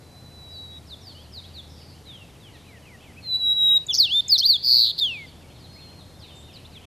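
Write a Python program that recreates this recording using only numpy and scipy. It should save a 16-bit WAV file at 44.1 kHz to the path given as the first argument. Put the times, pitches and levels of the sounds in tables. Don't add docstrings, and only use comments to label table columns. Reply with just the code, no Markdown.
import sys
import numpy as np
from scipy import signal
from scipy.fft import rfft, irfft, next_fast_len
from scipy.io import wavfile
from scipy.ndimage import uniform_filter1d, map_coordinates

SR = 44100
rng = np.random.default_rng(int(sys.argv[2]) if len(sys.argv) > 2 else 0)


def unload_audio(sound):
    columns = np.transpose(np.atleast_2d(sound))
    steps = np.round(np.clip(columns, -1, 1) * 32767)
    wavfile.write(sys.argv[1], SR, steps.astype(np.int16))


N = 305157


def amp(db):
    return 10 ** (np.asarray(db) / 20)


def unit(x):
    return x / np.sqrt(np.mean(x ** 2) + 1e-20)


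def along(points, hz):
    f, v = np.transpose(points)
    return np.interp(np.log(hz + 1), np.log(f + 1), v)


def wobble(rate, size):
    knots = rng.standard_normal(int(size * rate / SR) + 4)
    return map_coordinates(knots, [np.arange(size) * rate / SR])


def span(length):
    return np.linspace(-1, 1, int(length * SR))


def gesture(rows, size=90):
    s, *cols = np.transpose(rows)
    s = np.sort(s)
    t = s[0] + np.arange(max(int((s[-1] - s[0]) * SR), size)) / SR
    curves = [uniform_filter1d(np.interp(t, s, c), size, mode="nearest") for c in cols]
    return s[0], curves


def gate(size, attack, release):
    t = np.arange(size) / SR
    return np.minimum(t / attack, 1) * np.minimum(t[::-1] / release, 1)


def level(rows):
    return amp(np.interp(np.arange(N) / SR, *np.transpose(rows)))


def add(track, s, sound):
    at = round(s * SR) + np.arange(len(sound))
    inside = (at >= 0) & (at < N)
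    track[at[inside]] += sound[inside]


def filtered(x, response):
    m = next_fast_len(N + SR // 2)
    return irfft(rfft(x, m) * response(np.fft.rfftfreq(m, 1 / SR)), m)[..., :N]


def noise(spectrum):
    return unit(filtered(rng.standard_normal(N), lambda hz: amp(along(spectrum, hz))))


# (frequency [Hz], relative level [dB])
RUMBLE_SPECTRUM = [(15, -41), (25, -13.5), (70, -9), (122, -1), (174, -5.5), (208, -9.5), (244, -9.5),
                   (414, -14), (477, -14), (667, -17), (716, -16), (1450, -27), (1700, -33), (2210, -44.5),
                   (3740, -120)]
# (time [s], level [dB])
RUMBLE_LEVEL = [(0, -49), (3.8, -49.5), (4.7, -51.5), (5.2, -48.5), (6.85, -48.5)]
# (time [s], relative level [dB])
DRONE_LEVEL = [(0, -49), (.5, -43), (1.7, -40.5), (2.4, -48), (6.8, -45)]


def rumble(drone_trim_db=-7, side_db=-14, lean_db=.45):
    wander = 3.4 * wobble(8, size=N)
    drone = np.sqrt(2) * np.sin(2 * np.pi * 82.5 * np.arange(N) / SR + wander)
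    mid = level(RUMBLE_LEVEL) * noise(RUMBLE_SPECTRUM)
    mid = mid + amp(drone_trim_db) * level(DRONE_LEVEL) * drone
    side = amp(side_db) * level(RUMBLE_LEVEL) * noise(RUMBLE_SPECTRUM)
    return np.array([amp(lean_db) * (mid + side), amp(-lean_db) * (mid - side)])


# (frequency [Hz], relative level [dB])
HISS_SPECTRUM = [(700, -23), (1300, -5), (1900, 0), (3000, -4.5), (4500, -1.5), (6500, -5.5), (12600, -8.5),
                 (13200, -15), (13700, -49)]


def hiss(db=-58.5):
    return amp(db) * noise(HISS_SPECTRUM)


# (frequency [Hz], time to decay by 60 dB [s])
SCRUB_DECAY = [(2000, 0.99), (4000, 0.89), (8000, 0.08), (15000, 0.043)]
# (frequency [Hz], gain [dB])
SCRUB_COLOUR = [(1800, -7), (3300, -3), (4600, 2), (6500, 0), (14000, -1)]


def scrub(x, early_db, late_db, early_t60=.16):
    hz, t, z = signal.stft(rng.standard_normal(SR), SR, nperseg=256)
    decay = amp(-60 * t / along(SCRUB_DECAY, hz)[:, None])
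    late = signal.istft(z * decay, SR, nperseg=256)[1][:SR]
    early = rng.standard_normal(SR) * amp(-60 * np.arange(SR) / SR / early_t60)
    echo = amp(early_db) * early / np.linalg.norm(early)
    echo = echo + amp(late_db) * late / np.linalg.norm(late)
    scattered = signal.fftconvolve(x, echo)[:N]
    return x + filtered(scattered, lambda f: amp(along(SCRUB_COLOUR, f)))


# (frequency [Hz], gain [dB])
BEAK_PASS = [(4500, -23), (7500, -33), (9500, -40.5), (11500, -31), (13000, -26.5), (14400, -22.5),
             (15000, -24), (15500, -50)]


def syrinx(hz, db, jitter=0, bright_db=0, effort=0.037):
    hz = hz * (1 + (.0006 + jitter) * wobble(1200, size=len(hz)))
    phase = 2 * np.pi * np.cumsum(hz) / SR
    overtone_db = bright_db + effort * (db + 13)
    tone = np.sin(phase)
    for k in range(2, 5):
        passed_db = along(BEAK_PASS, k * hz) - 13 * (k > 3) - 30 * (k * hz > 15200)
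        below_nyquist = k * hz < SR / 2
        tone = tone + amp(overtone_db + passed_db) * below_nyquist * np.sin(k * phase)
    edges = signal.windows.tukey(len(hz), min(1, .004 * SR / len(hz)))
    unsteady_db = db + .15 * wobble(200, size=len(hz))
    return np.sqrt(2) * tone * edges * amp(unsteady_db)


# (frequency [Hz], gain [dB])
THROAT_RESONANCE = [(3000, -9.5), (4000, -2.5), (4650, 0.5), (5400, -2.5), (7500, -18)]


def strokes(hz, db, swing, cycles, rising, dip_db, bright_db=3, jitter=0.01):
    rising = np.clip(rising, .05, .95)
    saw = -signal.sawtooth(2 * np.pi * cycles, 1 - rising)
    swept = hz + swing * uniform_filter1d(saw, size=14) / 2
    loudest = (1 - rising) / 2 if rising < .5 else 1 - rising / 2
    dip = dip_db * np.sin(np.pi * (cycles - loudest)) ** 2
    dip = dip + along(THROAT_RESONANCE, hz) - along(THROAT_RESONANCE, swept)
    return syrinx(swept, db - dip, jitter, bright_db + dip / 2)


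BUZZ_STROKES_PER_S, BUZZ_SLOWING_PER_S2 = 129, 62


def buzz(hz, db, swing, rising=0.91, dip_db=10.0, uneven_db=0.65, lead=0.87, rasp=0.014):
    n = len(hz)
    rate = BUZZ_STROKES_PER_S - BUZZ_SLOWING_PER_S2 * np.arange(n) / SR
    db = db + uneven_db * wobble(110, size=n)
    swing = swing * np.exp(.15 * wobble(300, size=n))
    cycles = lead + np.cumsum(rate) / SR + .03 * wobble(90, size=n)
    return strokes(hz, db, swing, cycles, rising, dip_db, bright_db=-1.5, jitter=rasp)


# (time [s], relative level [dB])
CHORUS_LEVEL = [(0, -71), (1.5, -59), (3.2, -57), (5.3, -56), (6.85, -54)]


def chorus(count=120, pitch_hz=3050, spread=.22):
    chirps = np.zeros(N)
    for i, (late, long, high, slope) in enumerate(rng.standard_normal((count, 4))):
        u = span(.05 * np.exp(.25 * long))
        glide = .2 * np.sign(slope - .6) * u
        hz = pitch_hz * np.exp(spread * np.clip(high, -1.3, 1.5) + glide)
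        add(chirps, (i + late) * N / SR / count, syrinx(hz, -12 * u ** 2))
    return chirps * level(CHORUS_LEVEL)


# (start [s], length [s], start pitch [Hz], end pitch [Hz], relative level [dB])
DISTANT_BUZZES = [(1.678, 0.26, 5560, 4384, -58), (6.355, .08, 7600, 7900, -59)]


def far_buzzes(swing_hz=1000):
    songs = np.zeros(N)
    for s, length, start_hz, end_hz, db in DISTANT_BUZZES:
        hz = np.linspace(start_hz, end_hz, int(length * SR))
        add(songs, s, buzz(hz, db, swing_hz, dip_db=5, uneven_db=2.2, rasp=.035))
    return songs


def far_note(hz, db, edge_db=10, flutter_db=3.0):
    u = np.linspace(-1, 1, len(hz))
    return syrinx(hz, db - edge_db * u ** 4 + flutter_db * wobble(40, size=len(u)))


# (start [s], length [s], start pitch [Hz], end pitch [Hz], relative level [dB])
DISTANT_SLURS = [ (0.496, 0.11, 5270, 4170, -55), (0.715, .078, 3360, 3670, -55.5),
                 (0.865, 0.059, 5800, 4070, -52), (0.892, 0.059, 4490, 3370, -44),
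                 (1.01, .075, 6000, 4650, -51.5), (1.062, .075, 4820, 4140, -47.5),
                 (1.063, 0.071, 4830, 3060, -56), (1.147, 0.087, 2880, 3500, -48),
                 (1.202, 0.064, 5650, 3900, -56.5), (1.312, 0.093, 5820, 3550, -46.5),
                 (1.439, .057, 3190, 4760, -46), (1.536, .075, 4880, 3325, -44),
                 (1.61, 0.047, 4300, 3220, -65), (2.052, .13, 4210, 3070, -47),
                 (2.147, .11, 3250, 2600, -53.5), (2.399, 0.1, 4090, 2820, -51),
                 (2.498, .08, 2340, 1790, -59), (2.526, 0.073, 3150, 2170, -62),
                 (2.653, 0.14, 2735, 1770, -57), (2.805, .16, 3330, 1833, -54.5),
                 (3.058, .066, 2505, 1910, -52), (3.226, .044, 2410, 1905, -54),
                 (3.691, 0.036, 2970, 1960, -53.5), (5.255, .046, 5370, 4300, -57),
                 (5.58, 0.089, 5480, 3750, -57.5), (5.775, .075, 4540, 3300, -57),
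                 (6.19, .065, 5600, 3610, -50.5), (6.239, .11, 4170, 2825, -53),
                 (6.526, 0.053, 5800, 3750, -48), (6.648, 0.022, 3370, 4400, -48.5),
                 (6.706, .08, 5300, 3060, -49), (6.768, 0.039, 2850, 2220, -59.5), ]
FAR_SAG = .11
FAR_DULL_DB_PER_HZ = 0.0082


def far_slurs():
    songs = np.zeros(N)
    for s, length, start_hz, end_hz, db in DISTANT_SLURS:
        u = span(length)
        sag = FAR_SAG * abs(end_hz - start_hz) * (1 - u ** 2)
        hz = np.linspace(start_hz, end_hz, len(u)) - sag
        add(songs, s, far_note(hz, db - FAR_DULL_DB_PER_HZ * (hz - hz.mean())))
    return songs


# (start [s], top pitch [Hz], relative level [dB])
DISTANT_ARCHES = [(2.26, 3730, -64), (2.663, 4040, -60.5), (3.0, 2690, -55), (3.01, 3450, -64.5),
                  (3.16, 2610, -56.5), (5.72, 5060, -62.5)]


def far_arches(length=0.056, drop_hz=500):
    songs = np.zeros(N)
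    for s, top_hz, db in DISTANT_ARCHES:
        add(songs, s, far_note(top_hz - drop_hz * span(length) ** 2, db))
    return songs


# (start [s], loudest moment [s], end [s], start pitch [Hz], end pitch [Hz], level [dB])
DISTANT_WHISTLES = [(0, 0.636, .79, 4050, 3855, -40.5), (5.479, 5.83, 6.17, 4260, 4210, -51),
                    (6.151, 6.374, 6.6, 3600, 3645, -50.5)]
FAR_SWELL_DB = 29


def far_whistles(waver_hz=18):
    songs = np.zeros(N)
    for s, loudest, end, start_hz, end_hz, db in DISTANT_WHISTLES:
        t = np.arange(s, end, 1 / SR)
        hz = np.linspace(start_hz, end_hz, len(t)) + waver_hz * wobble(22, size=len(t))
        swell_db = db - FAR_SWELL_DB * np.abs(t - loudest) / (end - s)
        add(songs, s, far_note(hz, swell_db, edge_db=0.5, flutter_db=1.85))
    return songs


# (start [s], depth it starts from [dB], recovery time constant [s])
WHISTLE_SWELLS = [(3.217, 43.5, 0.071), (3.377, 14, .08), (3.544, 12.5, .045)]
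WHISTLE_END_S, WHISTLE_HZ, WHISTLE_DB = 3.782, 3826, -14.5
SHARP_HZ, SETTLE_S = 327, .085
FLAT_HZ_PER_DB = 5.5
EASE_S, RELEASE_S = 0.016, 0.0049


def whistle(waver_hz=7):
    start = WHISTLE_SWELLS[0][0]
    t = np.arange(start, WHISTLE_END_S, 1 / SR)
    slack_db = np.zeros(len(t))
    for s, depth, recover in WHISTLE_SWELLS:
        ease = np.clip(1 + (t - s) / EASE_S, 0, 1)
        slack_db += depth * ease * np.exp(-np.maximum(t - s, 0) / recover)
    hz = WHISTLE_HZ + SHARP_HZ * np.exp((start - t) / SETTLE_S) + FLAT_HZ_PER_DB * slack_db
    hz = hz + waver_hz * wobble(45, size=len(t))
    tone = syrinx(hz, WHISTLE_DB - slack_db, bright_db=-2.5, effort=.2)
    note = np.zeros(N)
    add(note, start, gate(len(t), EASE_S, RELEASE_S) * tone)
    return note


# (pitch [Hz], level [dB])
SLUR_RESONANCE = [(2040, -46), (2250, -39.5), (2550, -34.5), (2780, -29.5), (3030, -28.5), (3350, -20),
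                  (3600, -17.5), (4150, -16), (4420, -10.3), (4560, -10), (4800, -19), (5150, -14),
                  (5900, -24), (7000, -37)]


def slur(strength_db, attack, release, pitch):
    s, (hz,) = gesture(pitch)
    tone = syrinx(hz, strength_db + along(SLUR_RESONANCE, hz), bright_db=0.1, effort=0.059)
    return s, gate(len(hz), attack, release) * tone


# (strength [dB], attack [s], release [s], pitch curve of (time [s], pitch [Hz]))
SPARROW_SLURS = [ (-0.5, 0.022, 0.021, [(3.883, 3540), (3.895, 3513), (3.907, 3435), (3.937, 2620)]),
                 (-0.5, .003, 0.0012, [(3.966, 6920), (3.99, 5010), (4.006, 4430), (4.045, 3626),
                 (4.07, 2900), (4.087, 2633), (4.125, 3334), (4.155, 3576), (4.208, 3600)]),
                 (-1, 0.022, .012, [(4.288, 5280), (4.307, 4994), (4.329, 4460), (4.343, 4250),
                 (4.376, 3280)]), (-5, 0.0023, .003, [(4.397, 6550), (4.402, 4370), (4.409, 4260),
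                 (4.414, 4300)]), (-2, 0.0091, 0.0028, [(4.41, 3075), (4.425, 3166), (4.463, 4510),
                 (4.473, 4860), (4.488, 4730), (4.523, 4170), (4.542, 3700), (4.57, 3240)]),
                 (-5, .001, 0.0024, [(4.997, 5190), (4.999, 4330), (5.002, 3930)]),
                 (0, 0.032, .01, [(4.996, 3850), (5.028, 3572), (5.105, 2774), (5.13, 2647), (5.18, 2310),
                 (5.265, 2024)]), ]


def slurs():
    notes = np.zeros(N)
    for row in SPARROW_SLURS:
        add(notes, *slur(*row))
    return notes


# (time of the dip [s], lowest pitch [Hz], level [dB])
PITCH_TICKS = [(3.869, 6640, -36), (4.2847, 6500, -28.5)]


def ticks(length=0.0099, rise_hz=2570, edge_db=15.5):
    notes = np.zeros(N)
    u = span(length)
    for s, hz, db in PITCH_TICKS:
        add(notes, s - length / 2, syrinx(hz + rise_hz * u ** 2, db - edge_db * u ** 2))
    return notes


# (time [s], frequency [Hz], level [dB])
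DROOP_OVERTONE = [(3.905, 6770, -50), (3.925, 6000, -41.5), (3.937, 5110, -20.5), (3.941, 4900, -33)]


def droop_overtone():
    note = np.zeros(N)
    s, controls = gesture(DROOP_OVERTONE)
    add(note, s, syrinx(*controls))
    return note


# (strokes per second [1/s],
# rows of (time [s], centre pitch [Hz], level [dB], swing from bottom to top [Hz]))
FALLING_TRILLS = [ (134, [(3.9388, 5670, -20, 3000), (3.951, 5660, -18, 2800), (3.967, 5230, -24, 2800)]),
                  (150, [(4.3775, 5330, -25, 3500), (4.384, 5200, -16.5, 2900),
                  (4.3975, 5100, -15.5, 2600)]), (120, [(4.9795, 4100, -29.5, 1796),
                  (4.99, 4210, -21, 1700), (4.997, 4120, -18, 1500)]), ]


def trills(return_share=.18, dip_db=5):
    notes = np.zeros(N)
    for rate, rows in FALLING_TRILLS:
        s, (hz, db, swing) = gesture(rows)
        cycles = rate * np.arange(len(hz)) / SR
        add(notes, s, strokes(hz, db, swing, cycles, return_share, dip_db))
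    return notes


# (time [s], centre pitch [Hz], level [dB], mean swing from bottom to top [Hz])
SPARROW_BUZZ = [(4.627, 4790, -34.5, 925), (4.647, 4700, -17, 953), (4.68, 4600, -13.5, 950),
                (4.73, 4513, -10.5, 950), (4.79, 4450, -12.5, 1100), (4.84, 4180, -13.5, 1300),
                (4.87, 3950, -17, 1420), (4.917, 3716, -22, 1390)]


def sparrow_buzz():
    note = np.zeros(N)
    s, controls = gesture(SPARROW_BUZZ)
    add(note, s, buzz(*controls))
    return note


# (frequency [Hz], relative level [dB])
RASP_SPECTRUM = [(2500, -28), (4500, 6), (8000, 4), (10500, 3.5), (13000, -5.5), (14500, -16.5),
                 (15500, -28)]


def rasp(rough, db=-33):
    strength = uniform_filter1d(np.abs(rough), size=130)
    return amp(db) * strength * noise(RASP_SPECTRUM)


def sparrow():
    pure = slurs() + ticks() + droop_overtone()
    rough = trills() + sparrow_buzz()
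    return pure + rough + rasp(rough)


def scene():
    farthest = amp(-6) * scrub(chorus(), early_db=-4, late_db=2.0)
    blurred = amp(-5) * scrub(far_buzzes(), early_db=1, late_db=2)
    far = amp(-0.6) * scrub(far_slurs() + far_arches(), early_db=-15, late_db=-11)
    held = scrub(far_whistles(), early_db=-20, late_db=-24)
    near = scrub(whistle(), early_db=-22, late_db=-27.5)
    near = near + scrub(sparrow(), early_db=-17.5, late_db=-23)
    return near + held + far + blurred + farthest + rumble() + hiss()


END_S, TOP_HZ = 6.856, 15500


def record(dry):
    fade = np.clip((END_S - np.arange(N) / SR) / .005, 0, 1)
    return filtered(dry * fade, lambda hz: hz < TOP_HZ)


dry = scene()
out = record(dry)
unload_audio(out)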